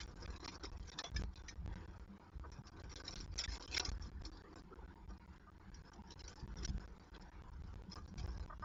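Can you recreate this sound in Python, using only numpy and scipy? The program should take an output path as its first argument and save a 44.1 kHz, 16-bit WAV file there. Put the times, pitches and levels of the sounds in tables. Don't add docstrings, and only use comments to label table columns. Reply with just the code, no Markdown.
import sys
import numpy as np
from scipy import signal
from scipy.fft import rfft, irfft, next_fast_len
from scipy.io import wavfile
from scipy.ndimage import uniform_filter1d, map_coordinates

SR = 44100
rng = np.random.default_rng(int(sys.argv[2]) if len(sys.argv) > 2 else 0)


def wav_out(sig):
    wavfile.write(sys.argv[1], SR, np.round(np.clip(np.atleast_2d(sig).T, -1, 1) * 32767).astype(np.int16))


N = 381024

# time in seconds, rumble level in dB.
WIND_COURSE = [(0, -50), (.55, -51.5), (.85, -53), (1.06, -61.5), (1.19, -39), (1.36, -57), (1.64, -47.5),
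               (1.8, -45.5), (2.2, -63), (2.4, -52), (2.68, -61), (2.86, -47.5), (2.98, -57), (3.19, -47.5),
               (3.52, -50.5), (3.63, -55.5), (3.95, -48.5), (4.22, -46.5), (4.33, -55), (5.9, -55.5),
               (6.36, -55.5), (6.47, -48), (6.78, -50.5), (7.02, -56.5), (7.92, -50), (8.64, -48)]
GUST_DB, GUST_KNOTS_PER_S = 3, 10

# frequency in Hz, relative gain in dB.
RUMBLE_SPECTRUM = [(12, -21.5), (20, -2), (30, 0.5), (43, 1.5), (60, 4), (89, -2.5), (124, -17), (188, -13),
                   (241, -26), (340, -43.5), (570, -120)]
AIR_SPECTRUM = [(82, -37), (140, -2.5), (189, 1.5), (247, -13), (317, -3), (618, -20.5), (953, -7.5),
                (1110, -16), (1470, -14.5), (2770, -29), (4890, -32.5), (5400, -35.5), (6170, -43),
                (7050, -34.5), (7540, -65), (9800, -67.5), (16600, -120)]

# start in seconds, level in dB before a common trim,
# length in seconds, low resonance in Hz, starting high resonance in Hz, its glide in octaves a second.
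SCUFF_EVENTS = [(4.247, -73, 0.058, 327, 1225, -0.5), (4.376, -67.5, 0.11, 439, 1435, 4.5),
                (4.437, -63.5, 0.053, 432, 1140, 2), (4.705, -57, 0.055, 360.6, 1252, 1.5),
                (4.758, -63.5, 0.079, 395, 1024, -3.5), (4.819, -62.5, 0.063, 340, 1420, 0),
                (4.882, -64.5, 0.044, 292, 1355, 6.5), (5.942, -63, 0.057, 324, 714, 3.5),
                (6.814, -64, 0.029, 305, 1000, 1)]

# start in seconds, level in dB before a common trim, length in seconds.
CLUCK_EVENTS = [(2.437, -45.5, 0.02), (5.093, -54, .032), (5.468, -54, 0.039), (8.498, -41.5, .014),
                (8.523, -42, 0.015), (8.623, -37.5, .025)]
# frequency in Hz, relative gain in dB.
THROAT_SPECTRUM = [(300, -52), (550, -19.5), (700, 4), (830, -24), (980, 0.5), (1100, 6), (1230, 5),
                   (1380, -13.5), (1530, -5), (1720, -22), (1880, -10), (2300, -51), (4000, -64)]

# start in seconds, level in dB, frequency in Hz, time to decay by 60 dB in seconds.
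BUMP_EVENTS = [(0.478, -43.5, 936, 0.055), (0.987, -42.5, 1280, 0.047), (0.989, -41, 1770, 0.067),
               (1.04, -39.5, 690, 0.061), (1.164, -40.5, 1730, 0.069), (1.485, -55.5, 1835, 0.16),
               (2.089, -45, 197, 0.3), (3.478, -44.5, 1790, 0.059), (3.77, -44, 1455, 0.18),
               (3.796, -56, 966, 0.35), (4.265, -47, 313, 0.19), (5.114, -45, 193, 0.15),
               (5.985, -40.5, 206, 0.096), (6.375, -54.5, 860, 0.17), (6.63, -41.5, 334, 0.071),
               (7.879, -36.5, 189, 0.1), (7.972, -50.5, 1210, 0.14), (8.11, -42, 185, 0.2)]

# start in seconds, level in dB, hollow panel knock in dB relative to it.
STEP_EVENTS = [(.792, -39, -14.5), (1.145, -33.5, -16), (1.192, -38, -8.5), (1.232, -32, -24),
               (1.744, -38, -42), (1.87, -55, -3), (2.354, -36.5, -22.5), (2.586, -48, -4.5),
               (3.297, -35, -31), (3.479, -33.5, -28), (3.884, -29.5, -28), (5.077, -41, -37),
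               (6.427, -36.5, -15), (6.69, -29.5, -16), (6.745, -30.5, -23.5), (8.082, -55, -7.5),
               (8.176, -32, -22), (8.238, -30.5, -38), (8.273, -43, -22)]
# nominal frequency in Hz, nominal level in dB, time to decay by 60 dB in seconds.
BOARD_MODES = [(55, -5, 0.43), (75.5, -4.5, .16)]
PANEL_MODES = [(119, 16.5, 0.063), (189.7, -0.5, 0.42), (301.7, -5.5, .12)]

# snap time in seconds, level in dB before a common trim,
# woody body in dB, pitch of the breaking scrap in Hz, time for the cracks to thin by 60 dB in seconds.
CRUNCH_EVENTS = [(.003, -41.5, -5, 5750, 0.11), (.2242, -43, -23, 5470, .067),
                 (0.4447, -41, -12, 5550, 0.084), (.456, -37, -21, 4570, .07),
                 (0.4788, -35.5, -9.5, 4260, 0.079), (0.635, -40, -20, 3900, 0.18),
                 (0.6537, -37.5, -12, 5200, 0.056), (0.918, -47, -17, 5040, .085),
                 (0.9885, -29, -22, 5000, 0.046), (1.04, -33.5, -20, 3200, 0.077),
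                 (1.1635, -31, -14, 5040, 0.063), (1.484, -36.5, -13, 5270, 0.082),
                 (2.9612, -41.5, -32, 4480, 0.067), (3.08, -31.5, -20, 4000, .065),
                 (3.125, -39, -16, 3850, 0.14), (3.1569, -39, -18, 3900, 0.12),
                 (3.209, -41.5, -21, 5270, 0.13), (3.38, -34, -15, 5250, 0.077),
                 (3.3898, -24.5, -20, 5170, 0.076), (3.412, -35.5, -11, 5100, 0.037),
                 (3.4383, -29.5, -12, 3550, 0.084), (3.5208, -36.5, -13, 5100, 0.17),
                 (3.746, -28, -17, 3200, 0.068), (3.766, -30, -15, 5970, .034),
                 (3.7708, -25.5, -10, 2700, .075), (3.7766, -23.5, -3.5, 4930, 0.055),
                 (3.8503, -28, -16, 5740, .06), (3.89, -36.5, -27, 5730, 0.079),
                 (4.0237, -43, -30, 5680, .11), (4.252, -37.5, -38, 5600, 0.074),
                 (5.744, -47, -21, 5010, .085), (6.206, -45.5, -16, 5120, .1),
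                 (6.28, -41, -12, 5840, 0.061), (6.649, -30.5, -19, 5300, 0.028),
                 (7.9304, -43, -24, 5640, 0.11), (8.1798, -45, -7, 5000, 0.16)]
CRUNCH_RISE_S = .014

# frequency in Hz, relative gain in dB.
LITTER_SPECTRUM = [(1060, -16), (1800, -6), (1950, -6), (2230, -5.5), (2550, -9.5), (2920, -13), (3220, -3),
                   (4320, -3.5), (5490, 3), (6530, -13), (7270, -8.5), (7540, -44), (9800, -55.5),
                   (16600, -120)]
WOODY_SPECTRUM = [(200, -24.5), (350, -12), (480, -15), (700, -17.5), (1000, -1.5), (1400, -5.5),
                  (1800, -0.5), (2400, 10), (3500, -18)]
DRAG_SPECTRUM = [(150, -22), (320, 4), (550, -4.5), (750, -7), (1000, -3.5), (1600, -6), (2300, -20.5),
                 (4000, -33.5)]

# start in seconds, length in seconds,
# dry rustle in dB, dull drag in dB, both the level a full push heads for.
STROKE_EVENTS = [(0, 0.013, -46.5, -57), (0.14, 0.027, -69, -75), (0.323, .06, -68, -69),
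                 (0.426, 0.06, -59.5, -56), (0.517, .04, -59, -61.5), (0.626, 0.022, -54, -49),
                 (.77, 0.12, -73, -72), (0.874, 0.056, -57.5, -68), (0.973, .11, -63, -56.5),
                 (1.141, 0.096, -62.5, -58.5), (1.33, 0.051, -61.5, -74), (1.471, 0.064, -74, -70),
                 (1.724, 0.047, -72, -69), (2.44, .025, -96, -57.5), (2.505, 0.05, -64.5, -85),
                 (2.653, 0.028, -60, -67), (2.894, 0.061, -56.5, -65), (2.96, 0.067, -61, -63),
                 (3.042, .19, -58, -62.5), (3.316, 0.12, -58, -69), (3.477, 0.087, -56, -65.5),
                 (3.594, 0.14, -58.5, -66), (3.719, 0.056, -48.5, -57), (3.77, 0.034, -41, -45.5),
                 (3.815, 0.067, -58, -55), (4.012, 0.068, -67.5, -70), (4.204, 0.062, -72, -64.5),
                 (4.315, 0.085, -69.5, -74.5), (5.087, 0.018, -70.5, -65), (5.739, 0.053, -75, -88),
                 (5.93, 0.015, -66, -66), (6.097, 0.028, -58, -83), (6.173, 0.15, -64.5, -72.5),
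                 (6.343, 0.075, -66.5, -68), (6.566, 0.13, -59, -67), (7.136, 0.029, -65, -62.5),
                 (7.206, 0.028, -68, -73), (7.897, 0.069, -56, -65), (7.945, 0.046, -71, -58),
                 (8.051, 0.032, -70, -69), (8.17, 0.032, -60, -64), (8.212, 0.083, -82, -71)]
STROKE_RISE_S, STROKE_FALL_S = 0.0085, 0.0094

# time in seconds, faint dry rustle in dB, faint drag in dB, both about which the level swings.
FIDGET_COURSE = [(0, -73.5, -67.5), (1.6, -79.5, -71), (2.3, -81.5, -70), (2.9, -79, -71),
                 (4.0, -78.5, -69), (5.3, -88.5, -83), (6.4, -78, -71), (7.2, -85, -76), (8.1, -77, -69.5),
                 (8.64, -79.5, -76)]
FIDGET_SWING_DB, FIDGET_KNOTS_PER_S = 5.5, 12

CYCLE_S, GAP_S, GAP_STARTS_S = .32, .0156, (.0614, .1414, .2614)
STREAM_TOP_HZ, HISS_TOP_HZ = 7500, 15800


def amp(db):
    return 10 ** (np.asarray(db) / 20)


def unit(x):
    return x / np.sqrt(np.mean(x ** 2) + 1e-20)


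def curves(rows):
    s, *columns = np.transpose(rows)
    return [np.interp(np.arange(N) / SR, s, column) for column in columns]


def wobble(rate):
    knots = rng.standard_normal(int(N * rate / SR) + 4)
    return map_coordinates(knots, [np.arange(N) * rate / SR])


def colour(x, points):
    m = 2 * next_fast_len(len(x) // 2 + 4096)
    f, db = np.transpose(points)
    gain = amp(np.interp(np.log(np.fft.rfftfreq(m, 1 / SR) + 1), np.log(f), db))
    cepstrum = irfft(np.log(np.maximum(gain, 1e-6)))
    cepstrum[1:m // 2] *= 2
    cepstrum[m // 2 + 1:] = 0
    return irfft(rfft(x, m) * np.exp(rfft(cepstrum)))[:len(x)]


def resonate(x, hz, width_hz):
    return signal.lfilter(*signal.iirpeak(hz, hz / width_hz, SR), x)


def low_pass(x, hz):
    return signal.sosfiltfilt(signal.butter(24, hz, fs=SR, output="sos"), x)


def add(track, s, sound):
    part = track[max(round(s * SR), 0):][:len(sound)]
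    part += sound[:len(part)]


def clicks(n, rate, spread_db):
    size = amp(spread_db * np.minimum(rng.exponential(size=n), 4))
    return (rng.random(n) < rate / SR) * size * rng.choice([-1, 1], n)


def box(x, t60, wet_db):
    t = np.arange(SR // 6) / SR
    tail = rng.standard_normal(len(t)) * amp(-60 * t / t60)
    echoes = signal.fftconvolve(x, tail / np.linalg.norm(tail))[:len(x)]
    return x + amp(wet_db) * echoes


def swell(t, length, rise, fall):
    return (1 - np.exp(-t / rise)) * np.exp(-np.maximum(t - length, 0) / fall)


def patchy(x, depth_db, size=512):
    z = signal.stft(x, nperseg=size)[2]
    field = uniform_filter1d(rng.standard_normal(z.shape), size=5, axis=0)
    field = uniform_filter1d(field, size=7, axis=1)
    return unit(signal.istft(z * amp(depth_db * unit(field)), nperseg=size)[1][:len(x)])


def even(x, window_s):
    power = uniform_filter1d(x ** 2, max(round(window_s * SR), 1))
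    return x / np.sqrt(np.abs(power) + 1e-9)


def narrow(t, hz, width_hz):
    band = signal.butter(2, width_hz / 2, fs=SR, output="sos")
    slow = signal.sosfilt(band, rng.standard_normal((2, len(t))))
    phase = 2 * np.pi * np.cumsum(hz * np.ones(len(t))) / SR
    return unit(slow[0] * np.cos(phase) + slow[1] * np.sin(phase))


def drone(hz, width_hz):
    once = resonate(rng.standard_normal(N), hz, width_hz)
    return unit(resonate(once, hz, width_hz))


def wind():
    rumble_db, = curves(WIND_COURSE)
    rumble = unit(colour(rng.standard_normal(N), RUMBLE_SPECTRUM))
    rumble = unit(rumble / np.abs(signal.hilbert(rumble)) ** .35)
    gusts = amp(rumble_db + GUST_DB * wobble(GUST_KNOTS_PER_S)) * rumble
    air = patchy(colour(rng.standard_normal(N), AIR_SPECTRUM), depth_db=4.0, size=1024)
    air = air * amp(-64.5 + 2.1 * wobble(6.3))
    high_drone = amp(-78.5) * drone(314, width_hz=24)
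    hollow_drone = amp(-78.0 + 0.92 * wobble(9.8)) * drone(192, width_hz=55)
    return gusts + air + high_drone + hollow_drone


def scuffs():
    out, t = np.zeros(N), np.arange(SR // 6) / SR
    for s, db, length, low_hz, high_hz, glide in SCUFF_EVENTS:
        low = narrow(t, low_hz, width_hz=150)
        high = narrow(t, high_hz * 2 ** (glide * t), width_hz=130)
        rub = low + amp(-2.5) * high
        add(out, s, amp(db - 1.5) * rub * swell(t, length, rise=0.0022, fall=0.0022))
    return out


def clucks():
    out, t = np.zeros(N), np.arange(SR // 8) / SR
    for s, db, length in CLUCK_EVENTS:
        beats = np.cumsum(SR / 308 * (1 + .035 * rng.standard_normal(30)))
        strengths = amp(rng.normal(0, 1.4, len(beats)))
        pulses = np.bincount((beats - beats[0]).astype(int), strengths, minlength=len(t))[:len(t)]
        source = unit(pulses) + .2 * rng.standard_normal(len(t))
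        call = unit(colour(source, THROAT_SPECTRUM)) * swell(t, length, rise=0.0016, fall=0.0016)
        add(out, s, amp(db - 9.5) * box(call, t60=.04, wet_db=-8.5))
    return out


def bumps():
    out, t = np.zeros(N), np.arange(SR // 4) / SR
    for s, db, hz, t60 in BUMP_EVENTS:
        build = 1 - np.exp(-t * hz / 2)
        add(out, s, amp(db - 60 * t / t60) * build * np.sin(2 * np.pi * hz * t))
    return out


def ring(t, modes):
    total = np.zeros(len(t))
    for hz, db, t60 in modes:
        decay = amp(db + rng.normal(0, 1.0) - 60 * t / t60)
        total += decay * np.sin(2 * np.pi * hz * rng.normal(1, 0.034) * t)
    return total


def steps():
    out, t = np.zeros(N), np.arange(SR // 3) / SR
    soft_onset = 1 - np.exp(-t / 0.004)
    for s, db, knock_db in STEP_EVENTS:
        thump = ring(t, BOARD_MODES) + amp(knock_db) * ring(t, PANEL_MODES)
        add(out, s, amp(db) * soft_onset * thump)
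    return out


def crunches():
    out, lead = np.zeros(N), SR // 100
    t = np.arange(-lead, SR // 5) / SR
    for s, db, body_db, scrap_hz, t60 in CRUNCH_EVENTS:
        fade_db = -60 * np.where(t < 0, -t / CRUNCH_RISE_S, t / t60)
        shower = clicks(len(t), rate=1500, spread_db=2.5) * amp(fade_db)
        shower /= np.linalg.norm(shower) + 1e-9
        shower[lead] += .8
        shower = patchy(box(shower, t60=0.045, wet_db=8.0), depth_db=6.5)
        plain = colour(shower, LITTER_SPECTRUM)
        bright = unit(unit(plain) + 0.91 * unit(resonate(plain, scrap_hz, 530)))
        woody = amp(body_db) * unit(colour(shower, WOODY_SPECTRUM))
        add(out, s + t[0], amp(db - 25.0) * (bright + woody))
    return out


def rustle():
    fidget_db = curves(FIDGET_COURSE) + FIDGET_SWING_DB * wobble(FIDGET_KNOTS_PER_S)
    dry_level, drag_level = amp(fidget_db)
    t = np.arange(SR // 2) / SR
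    for s, length, dry_db, drag_db in STROKE_EVENTS:
        push = swell(t, length, STROKE_RISE_S, STROKE_FALL_S)
        add(dry_level, s, amp(dry_db) * push)
        add(drag_level, s, amp(drag_db) * push)
    grains = box(clicks(N, rate=600, spread_db=7.0), t60=0.073, wet_db=4.0)
    crackle = even(patchy(colour(grains, LITTER_SPECTRUM), depth_db=6.0), window_s=.04)
    rubs = box(clicks(N, rate=600, spread_db=4.5), t60=0.1, wet_db=6.0)
    drag = even(patchy(colour(rubs, DRAG_SPECTRUM), depth_db=3.0, size=1024), window_s=.05)
    return crackle * dry_level + drag * drag_level


def scene():
    background = wind() + scuffs() + clucks()
    movement = bumps() + steps() + crunches() + rustle()
    return (background + movement)[None]


def record(dry):
    t = np.arange(N) / SR
    lost = sum((t - start) % CYCLE_S < GAP_S for start in GAP_STARTS_S)
    bass_cut = signal.butter(1, 36, "high", fs=SR)
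    chopped = signal.lfilter(*bass_cut, dry * (1 - lost))
    stream = low_pass(chopped, STREAM_TOP_HZ)
    hiss = amp(-94.5) * rng.standard_normal(N)
    return low_pass(stream + hiss, HISS_TOP_HZ)


dry = scene()
out = record(dry)
wav_out(out)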